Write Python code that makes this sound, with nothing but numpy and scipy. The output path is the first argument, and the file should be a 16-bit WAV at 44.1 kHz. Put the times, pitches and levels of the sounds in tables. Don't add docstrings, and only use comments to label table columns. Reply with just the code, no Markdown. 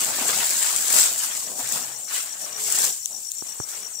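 import sys
import numpy as np
from scipy import signal
from scipy.fft import rfft, irfft
from scipy.io import wavfile

SR = 44100
rng = np.random.default_rng(int(sys.argv[2]) if len(sys.argv) > 2 else 0)


def materialize(psi):
    bounded = np.clip(np.atleast_2d(psi).T, -1, 1)
    quanta = np.round(bounded * 32767).astype(np.int16)
    wavfile.write(sys.argv[1], SR, quanta)


N = 176400
T = np.arange(N) / SR


def amp(db):
    return 10 ** (np.asarray(db) / 20)


def unit(x):
    return x / np.sqrt(np.mean(x ** 2) + 1e-20)


def curve_at(points, hz):
    point_hz, value = np.transpose(points)
    return np.interp(np.log(hz + 1), np.log(point_hz + 1), value)


def fader(points):
    return amp(np.interp(T, *np.transpose(points)))


def add(mix, start_s, sound):
    part = mix[:, max(round(start_s * SR), 0):][:, :sound.shape[1]]
    part += sound[:, :part.shape[1]]


def pan(lean_db):
    return amp([[lean_db / 2], [-lean_db / 2]])


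def wander(rate_hz):
    hz = np.fft.rfftfreq(N, 1 / SR)
    return unit(irfft(rfft(rng.standard_normal(N)) / (1 + (hz / rate_hz) ** 4), N))


def colour(x, eq, size=4096):
    log_gain = np.log(amp(curve_at(eq, abs(np.fft.fftfreq(size, 1 / SR)))))
    taps = np.fft.ifft(np.exp(np.conj(signal.hilbert(log_gain)))).real[:size // 2]
    return signal.oaconvolve(x, taps[None], axes=1)[:, :x.shape[1]]


# freq_hz, left_over_right_db
SCENE_LEAN = [(60, 1), (200, 1.4), (400, 1.5), (700, 3.5), (1400, 6.5), (1800, 5.5), (2400, -.5),
              (3500, 0.1), (5500, 5.1), (7000, 2.5), (9000, 5), (11300, 2), (14000, 10)]
# freq_hz, correlation
LIKENESS = [(60, 0.45), (130, 0.91), (290, 0.86), (640, 0.68), (1400, 0.12), (3100, 0.14), (6800, 0.084),
            (15000, 0.057)]

def place(x, lean=SCENE_LEAN):
    hz = np.fft.rfftfreq(N, 1 / SR)
    left, unrelated = rfft(x)
    alike = curve_at(LIKENESS, hz)
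    right = alike * left + np.sqrt(1 - alike ** 2) * unrelated
    side_gain = amp(curve_at(lean, hz) / 2)
    out = irfft(np.array([left * side_gain, right / side_gain]), N)
    return out / np.std(out.mean(0))


def crackle(per_s, spread_db, grain_s, wash_db, clump_db, clump_hz):
    sizes = amp(spread_db * np.minimum(rng.exponential(1, N), 4))
    hits = sizes * (rng.random(N) < per_s / SR)
    power = signal.lfilter([1], [1, -np.exp(-2 / (grain_s * SR))], hits ** 2)
    envelope = np.sqrt(power / power.mean() + amp(wash_db) ** 2) * amp(clump_db * wander(clump_hz))
    return unit(envelope * rng.standard_normal((2, N)))


def flutter(x, depth_db, patch_hz, patch_s):
    spectra = signal.stft(x, nperseg=512, noverlap=384)[2]
    _, bins, frames = spectra.shape
    across = np.fft.fftfreq(bins, SR / 512)[:, None] * patch_hz
    along = np.fft.fftfreq(frames, 128 / SR) * patch_s
    smoothing = np.exp(-across ** 2 - along ** 2)
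    patches = unit(np.fft.ifft2(np.fft.fft2(rng.standard_normal((bins, frames))) * smoothing).real)
    return unit(signal.istft(spectra * amp(depth_db * patches), nperseg=512, noverlap=384)[1][:, :N])


def leaflet_ticks(per_s, spread_db, ring_s):
    onsets, age = np.flatnonzero(rng.random(N) < per_s / SR), np.arange(700)
    size = amp(spread_db * np.minimum(rng.exponential(1, N), 3))[onsets, None]
    pitch_hz = rng.uniform(2500, 15500, N)[onsets, None]
    phase = rng.random((2, N))[:, onsets, None]
    rings = size * np.exp(-age / SR / ring_s) * np.sin(2 * np.pi * (pitch_hz * age / SR + phase))
    samples = (onsets[:, None] + age).ravel()
    return unit(np.array([np.bincount(samples, side.ravel(), N)[:N] for side in rings]))


# time_s, level_db
RUSTLE_FADER = [(0, -21.5), (.13, -28), (.31, -22.5), (.63, -23), (.85, -24.5), (.92, -19.5), (.98, -16),
                (1.05, -18.5), (1.16, -30), (1.24, -22), (1.28, -29), (1.42, -30), (1.55, -36.5),
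                (1.595, -29), (1.66, -32), (1.735, -22.5), (1.77, -26), (1.93, -39.5), (2.07, -41),
                (2.15, -24), (2.35, -42.5), (2.42, -31), (2.54, -43), (2.62, -26.5), (2.84, -20),
                (3.01, -38.5), (3.24, -39.5), (3.45, -39.5), (3.66, -43), (3.69, -32), (4.0, -51)]
# freq_hz, gain_db
RUSTLE_EQ = [(1000, -60), (2500, -22), (3800, -15), (5300, -10), (6600, -5.5), (7650, 1.5), (8300, -4),
             (9500, -9), (11800, -15), (13600, -12.5), (16000, -14.5)]

def leaf_rustle():
    grain = crackle(per_s=900, spread_db=3.0, grain_s=0.00082, wash_db=0, clump_db=1.38, clump_hz=39.6)
    grain = flutter(grain, depth_db=2.0, patch_hz=200, patch_s=0.09)
    ticks = amp(-7.0) * leaflet_ticks(per_s=2700, spread_db=1.5, ring_s=0.0042)
    return amp(-1.1) * fader(RUSTLE_FADER) * place(colour(grain + ticks, RUSTLE_EQ))


# time_s, level_db
SCRAPE_FADER = [(0, -36), (.12, -35), (.27, -34), (.29, -24.5), (.32, -30.5), (.58, -37), (.63, -33),
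                (.83, -39), (.98, -29), (1.06, -31.5), (1.16, -42), (1.25, -36), (1.56, -52.5), (1.61, -43),
                (1.68, -42), (1.74, -37), (1.81, -40.5), (2.06, -56.5), (2.1, -40), (2.15, -33.5),
                (2.35, -49.5), (2.48, -44), (2.6, -42), (2.84, -34.5), (3.02, -60.5), (3.35, -61),
                (3.47, -51), (3.62, -53.5), (3.75, -44.5), (3.86, -50.5), (4.0, -56.5)]
# freq_hz, gain_db
SCRAPE_EQ = [(200, -23.5), (480, -12.5), (740, -7), (1000, -3), (1400, -1), (1750, -0.5), (2050, -1),
             (3300, -2), (5000, -3), (9000, -22)]

def stalk_scrape():
    slips = crackle(per_s=390, spread_db=1.0, grain_s=0.0017, wash_db=2.5, clump_db=1.17, clump_hz=29.4)
    slips = flutter(slips, depth_db=3.0, patch_hz=248, patch_s=0.044)
    return amp(0.16) * fader(SCRAPE_FADER) * place(colour(slips, SCRAPE_EQ))


# time_s, level_db
RUB_FADER = [(0, -39.5), (.2, -41.5), (.32, -39.5), (.53, -46.5), (.86, -49), (.97, -40), (1.11, -47.5),
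             (1.42, -51.5), (1.5, -43.5), (1.68, -47), (1.73, -42), (1.84, -44), (2.07, -55.5),
             (2.3, -57.5), (2.46, -48.5), (2.62, -49.5), (2.75, -43.5), (2.88, -43.5), (2.99, -69),
             (3.08, -67), (3.115, -48), (3.2, -57), (3.3, -70), (3.4, -65), (3.47, -54.5), (3.7, -57),
             (3.83, -48), (3.92, -59), (4.0, -60)]
# freq_hz, gain_db
RUB_EQ = [(25, -31), (60, -33.5), (130, -3.5), (230, -1.5), (330, -3), (450, -0.5), (750, 3.5),
          (1100, -5.5), (2500, -31.5)]

def trunk_rub():
    grain = crackle(per_s=240, spread_db=2.5, grain_s=0.0031, wash_db=1.5, clump_db=2.0, clump_hz=45)
    grain = flutter(grain, depth_db=2.5, patch_hz=148, patch_s=0.15)
    return amp(-1.0) * fader(RUB_FADER) * place(colour(grain, RUB_EQ))


# freq_hz, gain_db
HISS_EQ = [(1500, -28), (3000, -20.5), (5000, -34), (6500, 1), (7500, 8), (8500, 2.5), (10500, -17),
           (15000, -22.5)]
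# freq_hz, left_over_right_db
HISS_LEAN = [(2000, 2.4), (4400, 15), (8100, 5.4), (14000, 35)]

def high_hiss():
    hiss = flutter(rng.standard_normal((2, N)), depth_db=4.2, patch_hz=200, patch_s=0.04)
    return amp(-38.0) * place(colour(hiss, HISS_EQ), HISS_LEAN)


# freq_hz, gain_db
AIR_EQ = [(20, -24), (65, 1), (125, 0), (200, -12), (400, -17), (700, -3), (1400, -39), (3000, -20),
          (8000, -8.5)]

def air_bed():
    return amp(-58.0) * place(colour(rng.standard_normal((2, N)), AIR_EQ))


# start_s, level_db, boost_db (half is applied), tilt_db_per_octave
SNAP_CUES = [(.0468, -5.5, 3, -2), (.2828, -4, 3, 0), (.3763, -7, 4, 2), (.6275, -4.5, 5, -2),
             (.634, -6, 4, -1), (.7628, -3, 3, 0), (.925, -7, 5, 1), (.9643, 0, 2, -1), (.972, -6, 3.5, 0),
             (1.1358, -12, 3, 3), (1.69, -10, 5, 4), (1.7225, -8, 5, 2), (2.7242, -3.5, 8, 4),
             (2.848, -8, 5.5, 0), (3.058, -8.5, 11, -3), (3.318, -9.5, 9.5, 2)]
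# freq_hz, gain_db
SNAP_EQ = [(1500, -44), (3700, -4.5), (5000, -18.5), (7400, 13), (8700, 7.5), (11000, -8), (14500, -4.5)]

def leaf_snaps(decay_s=0.0012):
    out, t = np.zeros((2, N)), np.arange(1024) / SR
    left_only = np.array([[1], [0]])
    for start_s, level_db, boost_db, tilt in SNAP_CUES:
        tilted_eq = [(hz, gain_db + tilt * np.log2(hz)) for hz, gain_db in SNAP_EQ]
        burst = rng.standard_normal((1, len(t))) * np.exp(-(t / decay_s) ** 2)
        crack = colour(burst, tilted_eq)
        add(out, start_s, left_only * amp(level_db + boost_db / 2) * crack / abs(crack).max())
    return out


# start_s, length_s, level_db
SCUFF_CUES = [(0.182, 0.018, -29.5), (0.21, 0.04, -28.5), (0.284, 0.062, -38), (0.953, 0.032, -30),
              (1.481, .02, -43), (1.592, 0.049, -33), (2.561, .01, -39.5), (2.778, 0.022, -37)]
# freq_hz, gain_db
SCUFF_EQ = [(60, -37), (150, -15), (240, 4), (450, -13), (760, 4.5), (1100, -2.5), (1750, -11),
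            (3000, -13.5)]

def scuffs():
    push = np.zeros(N)
    for start_s, length_s, level_db in SCUFF_CUES:
        progress = np.clip((T - start_s) / length_s, 0, 1)
        push += amp(level_db) * np.sin(np.pi * progress ** 0.31)
    return push * place(colour(rng.standard_normal((2, N)), SCUFF_EQ))


CHIRP_CUES = [1.274, 1.403, 1.529, 1.651, 1.776, 1.9, 2.025, 2.145, 2.265, 2.387, 2.502, 2.625, 2.742,
              2.863, 2.988, 3.103, 3.225, 3.345, 3.461, 3.575, 3.69, 3.805, 3.927]
STROKE_ACCENTS = [-12.5, -5.5, -5, -2.5]
# time_s, level_db
CRICKET_FADER = [(1.3, -7), (2.9, -2.1)]

def cricket(pitch_hz=5983, sag_hz_per_s=22800, stroke_s=0.021, spacing_s=0.018, tail_t60_s=0.22):
    song, t = np.zeros((2, N)), np.arange(0, stroke_s, 1 / SR)
    swell = np.sin(np.pi * t / stroke_s) ** 3.7
    for start_s, effort_db in zip(CHIRP_CUES, rng.standard_normal(len(CHIRP_CUES))):
        for k, accent_db in enumerate(STROKE_ACCENTS):
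            detune, force_db = rng.standard_normal(2)
            hz = pitch_hz + 25 * detune - sag_hz_per_s * t
            whistle = swell * np.sin(2 * np.pi * np.cumsum(hz) / SR)
            gain = amp(-30.5 + effort_db + accent_db + force_db)
            add(song, start_s + k * spacing_s, pan(lean_db=23.9) * gain * whistle)
    scatter = rng.standard_normal((2, SR)) * amp(-60 * T[:SR] / tail_t60_s)
    tail = signal.oaconvolve(song, scatter / np.linalg.norm(scatter[0]), axes=1)[:, :N]
    return (song + amp(-8) * tail) * fader(CRICKET_FADER)


# start_s, length_s, start_hz, end_hz, peak_db
CREAK_CUES = [(1.61, 0.084, 120, 128, -50), (1.8, 0.24, 129, 126, -57.5), (2.38, 0.163, 617, 549, -51),
              (2.505, 0.32, 461, 384, -47.5)]

def palm_creaks():
    out, waver = np.zeros((2, N)), wander(rate_hz=67)
    for start_s, length_s, start_hz, end_hz, peak_db in CREAK_CUES:
        progress = np.clip((T - start_s) / length_s, 0, 1)
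        hz = (start_hz + (end_hz - start_hz) * progress) * (1 + .04 * waver)
        out += amp(peak_db) * np.sin(np.pi * progress) * np.sin(2 * np.pi * np.cumsum(hz) / SR)
    return out


# start_s, ring_db, thud_db
KNOCK_CUES = [(3.4233, -27.5, -50), (3.6014, -20.5, -19)]
# pitch_hz, level_db, t60_s
KNOCK_MODES = [(357, 5.5, 0.011), (815, -3, 0.0096), (1110, -7.5, 0.0075), (1600, -15, .005)]

def knocks(thud_hz=124, thud_rise_s=0.00087, thud_t60_s=0.022):
    out, t = np.zeros((2, N)), np.arange(4096) / SR
    ring = sum(amp(db - 60 * t / t60_s) * np.sin(2 * np.pi * hz * t) for hz, db, t60_s in KNOCK_MODES)
    ring /= abs(ring).max()
    thud = (1 - np.exp(-t / thud_rise_s)) * amp(-60 * t / thud_t60_s) * np.sin(2 * np.pi * thud_hz * t)
    for start_s, ring_db, thud_db in KNOCK_CUES:
        add(out, start_s, pan(lean_db=-22) * (amp(ring_db) * ring + amp(thud_db) * thud))
    return colour(out, eq=[(20, -29), (100, -9.5), (1600, 0.5), (2600, -23)])


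def scene():
    textures = leaf_rustle() + stalk_scrape() + trunk_rub() + high_hiss() + air_bed()
    return textures + leaf_snaps() + scuffs() + cricket() + palm_creaks() + knocks()


def record(dry):
    lowpass = signal.firwin(511, 15700, window=("kaiser", 9), fs=SR)
    return signal.oaconvolve(np.clip(dry, -1, 1), lowpass[None], "same")


dry = scene()
out = record(dry)
materialize(out)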